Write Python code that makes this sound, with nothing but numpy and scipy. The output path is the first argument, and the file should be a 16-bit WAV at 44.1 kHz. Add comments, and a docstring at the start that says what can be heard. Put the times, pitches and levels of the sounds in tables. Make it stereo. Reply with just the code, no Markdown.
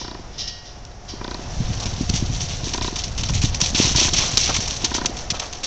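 """Hoofs crunch into sand as a young horse trots, then canters round an arena, passing close to a hand-held camera.
Sand is made of tiny random clicks: each hoof shapes a crunch and a spray, and the nearest ones add a low thud.
Pebbles click, damp clods patter, and a small chain jingles at first: its links slide and ring at fixed pitches.
Wind, made of low noise and short thumps, buffets mostly the left microphone port.
The lens motor ticks and knocks in short runs, over a far rumble with airy hiss and a thin whine."""
import sys
import numpy as np
from scipy import signal
from scipy.fft import rfft, irfft, next_fast_len
from scipy.io import wavfile
from scipy.ndimage import uniform_filter1d

SR = 44100
rng = np.random.default_rng(int(sys.argv[2]) if len(sys.argv) > 2 else 0)


def master_out(mix):
    """Clip the mix to full scale and print it as 16-bit PCM to the path in sys.argv[1]."""
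    frames = np.transpose(np.atleast_2d(mix))
    ceiling = np.clip(frames, -1, 1)
    pcm = np.round(ceiling * 32767).astype(np.int16)
    wavfile.write(sys.argv[1], SR, pcm)


N = 249606
T = np.arange(N) / SR

# hoof strikes and scuffs: (time [s], crunch level [dB], spray level [dB], spray length [s])
HOOF_STRIKES = [(1.729, -35, -29.5, .018), (1.798, -22.5, -33, 0.056), (1.855, -19.5, -34, 0.038),
                (2.01, -26.5, -39, 0.086), (2.092, -16.5, -35, .015), (2.136, -21, -23.5, 0.055),
                (2.328, -34, -31.5, .1), (2.404, -23.5, -26, 0.051), (2.481, -38, -29, 0.084),
                (2.639, -24.5, -31, 0.075), (2.733, -17.5, -31, .06), (2.818, -22, -28, 0.087),
                (2.955, -22.5, -27, 0.069), (3.035, -20, -31, 0.057), (3.176, -20, -26, 0.044),
                (3.232, -19, -31, 0.073), (3.283, -34, -23.5, .022), (3.333, -33, -24, 0.055),
                (3.414, -25, -21, 0.058), (3.543, -17.5, -29, 0.021), (3.601, -18, -20, 0.091),
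                (3.744, -16.5, -16.5, 0.18), (3.958, -15.5, -15, 0.12), (4.132, -13.5, -17.5, 0.15),
                (4.37, -7.5, -18.5, 0.14), (4.54, -33, -18.5, 0.029), (4.561, -10.5, -17, .014),
                (4.601, -19.5, -19.5, 0.022), (4.674, -18, -29, 0.075), (4.761, -36, -24.5, .015),
                (4.842, -17, -15.5, .018), (4.938, -20, -20.5, 0.04), (5.056, -15, -40.5, 0.051),
                (5.166, -26, -32.5, 0.072), (5.3, -13, -19.5, 0.019), (5.335, -37, -32, 0.046),
                (5.394, -17, -31.5, .09), (5.525, -27, -35.5, 0.058), (5.631, -24, -19.5, 0.025)]
# tone of crunching sand at the two ports: (frequency [Hz], left level [dB], right level [dB])
SAND_TONE = [(100, -11.5, -30.5), (300, -14, -11.5), (500, -18.5, -21.5), (990, -14, -17),
             (1504, -20, -22.5), (2610, -13, -9.5), (3570, -8.5, -7), (4630, -6.5, -7), (4730, -10.5, -4.5),
             (5364, 0.5, -10.5), (6000, 1, -14), (6890, -11, -15), (7570, -19, -21), (9060, -48, -47)]


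def undb(db):
    """Turn decibels into a plain gain."""
    return 10 ** (np.asarray(db) / 20)


def unit(x):
    """Scale to an average strength (rms) of 1."""
    return x / np.sqrt(np.mean(x ** 2))


def curves(table):
    """Join each column of a table of timed rows with straight lines."""
    s, *columns = np.transpose(table)
    return [np.interp(T, s, c) for c in columns]


def since(s):
    """Seconds since a moment, zero before it."""
    return np.maximum(T - s, 0)


def add(out, s, sound):
    """Mix a short sound in at a moment; one that would begin before the start is left out."""
    i = int(s * SR)
    if 0 <= i < N:
        out[..., i:i + sound.shape[-1]] += sound[..., :N - i]


def colour(x, table):
    """Give a sound the tone in (frequency, level) or (frequency, left, right) rows, with no echo ahead of it."""
    size = next_fast_len(N // 2 + 4096) * 2
    hz, *columns = np.transpose(table)
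    log_f = np.log(np.maximum(np.fft.rfftfreq(size, 1 / SR), 1))
    gain = unit(undb([np.interp(log_f, np.log(hz), c) for c in columns]))
    # folding the cepstrum (spectrum of the log gain) forward makes the filter answer only after its input
    cepstrum = irfft(np.log(gain))
    cepstrum[:, 1:size // 2] *= 2
    cepstrum[:, size // 2 + 1:] = 0
    return irfft(rfft(x, size) * np.exp(rfft(cepstrum)))[:, :N]


def band(x, lo_hz, hi_hz):
    """Gently keep the pitches between two limits."""
    return signal.sosfilt(signal.butter(2, [lo_hz, hi_hz], "band", fs=SR, output="sos"), x)


def walk(rate):
    """A smoothed random wander with a spread near 1, drawing `rate` new values per second."""
    k = int(SR / rate)
    steps = np.repeat(rng.standard_normal(N // k + 1), k)
    return unit(uniform_filter1d(steps, k)[:N])


def grains(rate, spread_db):
    """Tiny collisions, about `rate` per second, many faint and a few strong; rms 1."""
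    size = undb(spread_db * np.minimum(rng.exponential(size=N), 5))
    hits = rng.random(N) < rate / SR
    return unit(hits * rng.choice([-1, 1], N) * size)


def ports(shared, own, apart):
    """A sound at both ports: it reaches the left one first, and a share of its power is scattered."""
    apart = np.clip(apart, 0, 1)
    direct = np.array([shared, np.roll(shared, 1)])
    return np.sqrt(1 - apart) * direct + np.sqrt(apart) * np.array(own)


def thump(hz, cycles, sag):
    """A heavily damped swing whose pitch sags as it dies; peak near 1."""
    turns = hz * T[:SR // 8]
    age = turns / cycles
    return np.sin(2 * np.pi * np.log1p(sag * turns) / sag) * age * np.exp(1 - age)


def swells(table):
    """Level of soft-edged bursts; each row's length is the time from its start to its peak."""
    level = 0
    for s, db, length in table:
        age = since(s) / length
        level = level + undb(db) * age ** 2 * np.exp(2 - 2 * age)
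    return level


def outdoors():
    """Far rumble, alike at both ports, with airy hiss and a thin whine that barely wavers."""
    # overall background: (time [s], level [dB])
    background_level = [(0, -43.5), (0.3, -46), (1, -47.5), (1.2, -42.5), (1.5, -40), (3, -40.5),
                        (4, -39.5), (5.2, -38.5), (5.66, -41.5)]
    # tone of the rumble and hiss: (frequency [Hz], level [dB])
    air_tone = [(12, 11), (30, 13.5), (80, 4.5), (150, -0.5), (300, 0), (480, -1), (720, 0.5), (1000, -4),
                (1400, -7.5), (1900, -8), (2400, -11.5), (4000, -14.5), (5700, -7), (7000, -19),
                (8600, -46.5)]
    air_db, whine_db, octave_db = 5, -8.5, -13
    whine_hz = 718
    shared, *own = rng.standard_normal((3, N))
    low = signal.sosfilt(signal.butter(1, 1300, fs=SR, output="sos"), [shared, *own])
    # the lows are mostly shared, the highs belong to each port alone
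    noise = low[0] + np.array(own) - 0.78 * low[1:]
    air = unit(colour(noise, air_tone))
    phase = 2 * np.pi * np.cumsum(whine_hz + 0.65 * walk(13)) / SR
    whine = unit(np.sin(phase) + undb(octave_db) * np.sin(2 * phase))
    whine = whine * undb(0.83 * walk(7))
    mix = undb(air_db + 0.74 * walk(6)) * air + undb(whine_db) * whine
    return undb(curves(background_level)[0]) * mix


def wind():
    """Each port has its own gusty turbulence; swirls of air (eddies) thump the left one and leak to the right."""
    # breeze on the ports: (time [s], level [dB], left minus right [dB])
    breeze = [(0, -37.5, 1), (0.48, -35.5, 7), (0.62, -41.5, 3), (1.4, -31.5, 5.5), (1.63, -21.5, 17),
              (1.8, -25.5, 8.5), (2.2, -21.5, 6), (2.47, -24.5, 10.5), (2.88, -30, 0.5), (3.42, -20, 17.5),
              (3.68, -25.5, 16), (3.9, -23.5, 14), (4.48, -26, 11), (4.92, -31.5, -6.5), (5.3, -32.5, -5),
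              (5.66, -43.5, -8)]
    # tone of the wind rumble: (frequency [Hz], level [dB])
    rumble_tone = [(10, -9.5), (28, -1.5), (55, -1.5), (100, -5.5), (160, -12), (250, -26), (400, -39),
                   (900, -75.5)]
    # strongest eddies at the left port: (time [s], strength [dB], starting pitch [Hz])
    strong_eddies = [(1.601, -6, 147), (1.699, -8, 153), (1.859, -11.5, 105), (2.008, -3, 165),
                     (2.089, -8.5, 78), (2.136, -9.5, 160), (2.223, -6.5, 154), (2.294, -9, 131),
                     (3.299, -8.5, 140), (3.35, -10, 92), (3.438, -3.5, 134), (3.845, -9, 137),
                     (3.949, -8, 136), (4.331, -14, 124)]
    gust_db, gusts_per_s = 1.0, 9
    count, eddy_db, eddy_scatter_db, onset_db = 90, 3, 2.5, -25
    eddy_hz, eddy_octaves = 145, 0.36  # middle pitch and random spread
    leak = 0.052  # share of an eddy in the right port, as a gain

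    db, pan_db = curves(breeze)
    sides = undb([pan_db / 2, -pan_db / 2])
    strength = undb(db) * sides / np.sqrt(np.mean(sides ** 2, axis=0))
    turbulence = colour(rng.standard_normal((2, N)), rumble_tone)
    out = strength * undb(gust_db * walk(gusts_per_s)) * turbulence

    # small eddies come at random; their strength follows the breeze and drops faster in light air
    moments = (np.arange(count) + rng.random(count)) / count * T[-1]
    breeze_db = np.interp(moments, T, 20 * np.log10(strength[0]))
    small_eddies = []
    for s, b, (size, pitch) in zip(moments, breeze_db, rng.standard_normal((count, 2))):
        db = b + eddy_db + min(b - onset_db, 0) + eddy_scatter_db * size
        small_eddies.append((s, db, eddy_hz * 2 ** (eddy_octaves * pitch)))
    for s, db, hz in [*strong_eddies, *small_eddies]:
        eddy = thump(hz, cycles=0.56, sag=0.12)
        # noise that follows the outline of the thump
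        flutter = unit(band(rng.standard_normal(len(eddy)), 110, 266)) * np.abs(signal.hilbert(eddy))
        add(out, s, undb(db) * np.outer([1, leak], band(eddy + 0.47 * flutter, 25, 340)))
    return out


def lens():
    """The motor wakes, takes five steps and parks; its knocks make the camera body ring, most after a tick."""
    # motor runs: (time of first step [s], knock level [dB], tick level [dB])
    motor_runs = [(0.0115, -5.5, -7), (1.2101, -1.5, -2.5), (2.7438, 2, 1), (3.9454, 1, -4),
                  (4.9122, 2.5, -1)]
    # ringing of the camera body: (frequency [Hz], level [dB], time to fade by 60 dB [s])
    body_ring = [(221, 4.5, 0.023), (354.5, 4, 0.025), (655, -4, 0.015), (983, 3, 0.031),
                 (1300, -13.5, 0.025), (1547, -3.5, 0.019), (1850, -6, 0.023), (2400, -9, 0.021)]
    steps_per_s = 29.97
    knock_db, tick_db, rattle_db = -20.0, -23.5, -33
    push_s, rattle_s, tick_s = 0.0033, 0.0028, 0.0012  # how fast each sound builds
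    lag_s = 0.00218  # knock after tick
    wake_s, wake_db = 0.075, 0  # before the first step
    park_s, park_db = 0.181, -0.6  # after the first step

    t = T[:SR // 16]
    ring = 0
    for k, (hz, db, t60) in enumerate(body_ring):
        ring = ring + (-1) ** k * undb(db - 60 * t / t60) * np.sin(2 * np.pi * hz * t)
    knock = undb(knock_db) * ring * (1 - np.exp(-t / push_s))
    soft_knock = band(knock, 140, 600)
    out = np.zeros((2, N))
    for s, db, sharp_db in motor_runs:
        add(out, s - wake_s, undb(db + wake_db) * soft_knock)
        for k, step in enumerate(s + np.arange(5) / steps_per_s):
            # play in the gears adds a rattle that differs at every step
            rattle = unit(band(rng.standard_normal(len(t)), 450, 1500))
            rattle = rattle * t / rattle_s * np.exp(1 - t / rattle_s)
            add(out, step + lag_s, undb(db) * (knock + undb(rattle_db) * rattle))
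            teeth = unit(band(band(rng.standard_normal(len(t)), 3530, 5140), 1500, 5000))
            tick = undb(tick_db + sharp_db) * teeth * t / tick_s * np.exp(1 - t / tick_s)
            # the first step starts from rest and has no tick; the others tick louder on the right
            if k > 0:
                add(out, step, np.outer([.6, 1], tick))
        add(out, s + park_s, undb(db + park_db) * soft_knock)
    return out


def chain():
    """The links slide with a hiss and strike each other; a few clear pitches and a dense shimmer ring on."""
    # shakes of the small metal chain: (time [s], level [dB], time to peak [s])
    shakes = [(-0.045, -27.5, 0.038), (0.32, -41, 0.024), (0.374, -22.5, 0.027), (0.468, -24.5, 0.013),
              (0.635, -38.5, 0.036), (1.076, -29, 0.02)]
    # pitches the links ring with: (frequency [Hz], level [dB])
    link_pitches = [(1770, -13.5), (1890, -6.5), (2330, -12), (2870, -3), (3020, -21), (3214, -5.5),
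                    (3472, -9), (3565, -5), (3956, -4), (4000, -16), (4122, 2), (4430, -7), (4640, 7),
                    (4828, -6), (5177, -4), (5228, -2), (5331, 6.5), (5439, -7), (5668, 6), (5738, -2),
                    (5950, -10)]
    # tone of links sliding on each other: (frequency [Hz], left level [dB], right level [dB])
    slide_tone = [(1000, -33, -35), (2550, -28.5, -15.5), (3080, -9, -8), (3700, -9, -15),
                  (4040, -5.5, -12), (4350, -15.5, -8.5), (5230, 1, -9), (5970, -6, -33),
                  (6930, -19.5, -34), (8640, -47, -51)]
    ring_db, right_db = -4, -5  # right_db is the right port relative to the left
    slide_db, shimmer_db = -2.0, -6
    t60, shimmer_t60 = 0.6, 0.67  # seconds to fade by 60 dB; t60 is for a 4000 Hz pitch

    contacts = swells(shakes) * np.array([grains(rate=5800, spread_db=1.5) for _ in range(2)])
    t = T[:SR]
    ring = 0
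    for hz, db in link_pitches:
        # low pitches ring longest
        fade = undb(db - 60 * t / t60 * hz / 4000)
        ring = ring + fade * np.sin(2 * np.pi * (hz * t + rng.random()))
    dense = rng.standard_normal(SR) * undb(-60 * t / shimmer_t60)

    def struck(response):
        """Let every contact set off the same ringing."""
        return signal.fftconvolve(contacts, unit(response)[None] / np.sqrt(SR))[:, :N]

    hiss = undb(slide_db) * ports(contacts[0], contacts, apart=0.93)
    hiss = hiss + undb(shimmer_db) * struck(dense)
    return colour(hiss, slide_tone) + undb([[ring_db], [ring_db + right_db]]) * struck(ring)


def clods():
    """Lumps of damp sand patter down as bursts of tiny collisions, duller than the dry grains."""
    # clods landing: (time [s], level [dB], time to peak [s])
    landings = [(1.806, -33, 0.015), (3.288, -33, .006), (3.77, -35, 0.065), (4.19, -30.5, 0.045),
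                (4.485, -25.5, 0.014), (5.325, -33, 0.022), (5.385, -37.5, 0.034)]
    shared, *own = (grains(rate=2200, spread_db=4.5) for _ in range(3))
    return swells(landings) * unit(band(ports(shared, own, apart=0.07), 450, 1300))


def pebbles():
    """Small stones click, alone or under a sinking hoof, and the grit under them cracks."""
    # single pebbles: (time [s], click strength [dB])
    lone_stones = [(0.851, -22), (3.615, 3), (4.354, -11), (4.709, -7)]
    stone_db, scatter_db, grit_db = 4, 3.5, -11  # stone relative to crunch, grit relative to stone
    lag_s, grit_s = .003, 0.0023  # click after hoof strike, grit fading time
    t = T[:SR // 40]
    underfoot = []
    for s, crunch_db, *_ in HOOF_STRIKES:
        underfoot.append((s + lag_s, crunch_db + stone_db + scatter_db * rng.standard_normal()))
    clicks = np.zeros(N)
    for s, db in [*lone_stones, *underfoot]:
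        add(clicks, s, undb([db]))
        grit = rng.standard_normal(len(t)) * np.exp(-t / grit_s)
        add(clicks, s, undb(db + grit_db) * grit)
    return colour(clicks, SAND_TONE)


def thuds():
    """Packed ground gives under the weight of the nearest hoofs in a short, heavily damped swing."""
    # hoof thuds: (time [s], level [dB], starting pitch [Hz])
    hoof_thuds = [(3.748, -12.5, 285), (3.8, -4, 328), (3.871, -24, 260), (4.373, -24, 200),
                  (4.495, -18.5, 325), (4.563, -26, 700), (5.304, -24, 600), (5.322, -19, 152)]
    out = np.zeros(N)
    for s, db, hz in hoof_thuds:
        add(out, s, undb(db) * thump(hz, cycles=0.41, sag=0.4))
    return out


def sand():
    """Each hoof crushes the sand, then ploughs it and throws it in clumps; the last grains settle slowly."""
    # loose sand that keeps trickling between the steps: (time [s], level [dB])
    trickle = [(0, -50), (1, -54), (1.35, -41.5), (1.7, -35), (2.6, -34), (3.2, -41), (4.45, -26),
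               (4.85, -32), (5.27, -45), (5.66, -46)]
    sink_s, rise_s = 0.0037, 0.003  # how fast the crunch and the spray build
    crest, spread = 0.4, 0.69  # middle and width of the throw, as shares of the spray length
    settle_db, settle_s = -19, 0.19
    clump_db, sorting_db = 1.31, 2.0  # random unevenness of the flow and of each pitch range

    power = undb(curves(trickle)[0]) ** 2
    for s, crunch_db, spray_db, length in HOOF_STRIKES:
        t = since(s)
        # the crunch builds while the hoof sinks in
        crunch = np.tanh(t / sink_s) * t / sink_s * np.exp(1 - t / sink_s)
        # the spray is thickest part of the way through the push
        throw = np.exp(-((t / length - crest) / spread) ** 2)
        settling = undb(settle_db) * np.exp(-t / settle_s)
        spray = (1 - np.exp(-t / rise_s)) * np.hypot(throw, settling)
        power += (undb(crunch_db) * crunch) ** 2 + (undb(spray_db) * spray) ** 2
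    flow = np.sqrt(power) * undb(clump_db * walk(170))

    shared, *own = (grains(rate=7000, spread_db=3.0) for _ in range(3))
    size = next_fast_len(N)
    spectrum = rfft(ports(shared, own, apart=0.17), size)
    hz = np.fft.rfftfreq(size, 1 / SR)
    # clumps differ in grain size, so coarse and fine pitches come and go on their own
    pitches = np.linspace(1000, 7000, 5)
    mixed = 0
    for share in np.eye(len(pitches)):
        one_size = irfft(spectrum * np.interp(hz, pitches, share), size)[:, :N]
        mixed = mixed + one_size * undb(sorting_db * walk(90))
    return colour(flow * mixed, SAND_TONE)


def scene():
    """Everything that reaches the two ports, from the background to the hoofs."""
    return outdoors() + wind() + lens() + chain() + clods() + pebbles() + thuds() + sand()


def record(dry):
    """The camera clips at full scale, then a steep filter removes the highest pitches."""
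    top_hz = 8700
    low_pass = signal.ellip(8, .2, 70, top_hz, fs=SR, output="sos")
    return signal.sosfilt(low_pass, np.clip(dry, -1, 1))


dry = scene()
out = record(dry)
master_out(out)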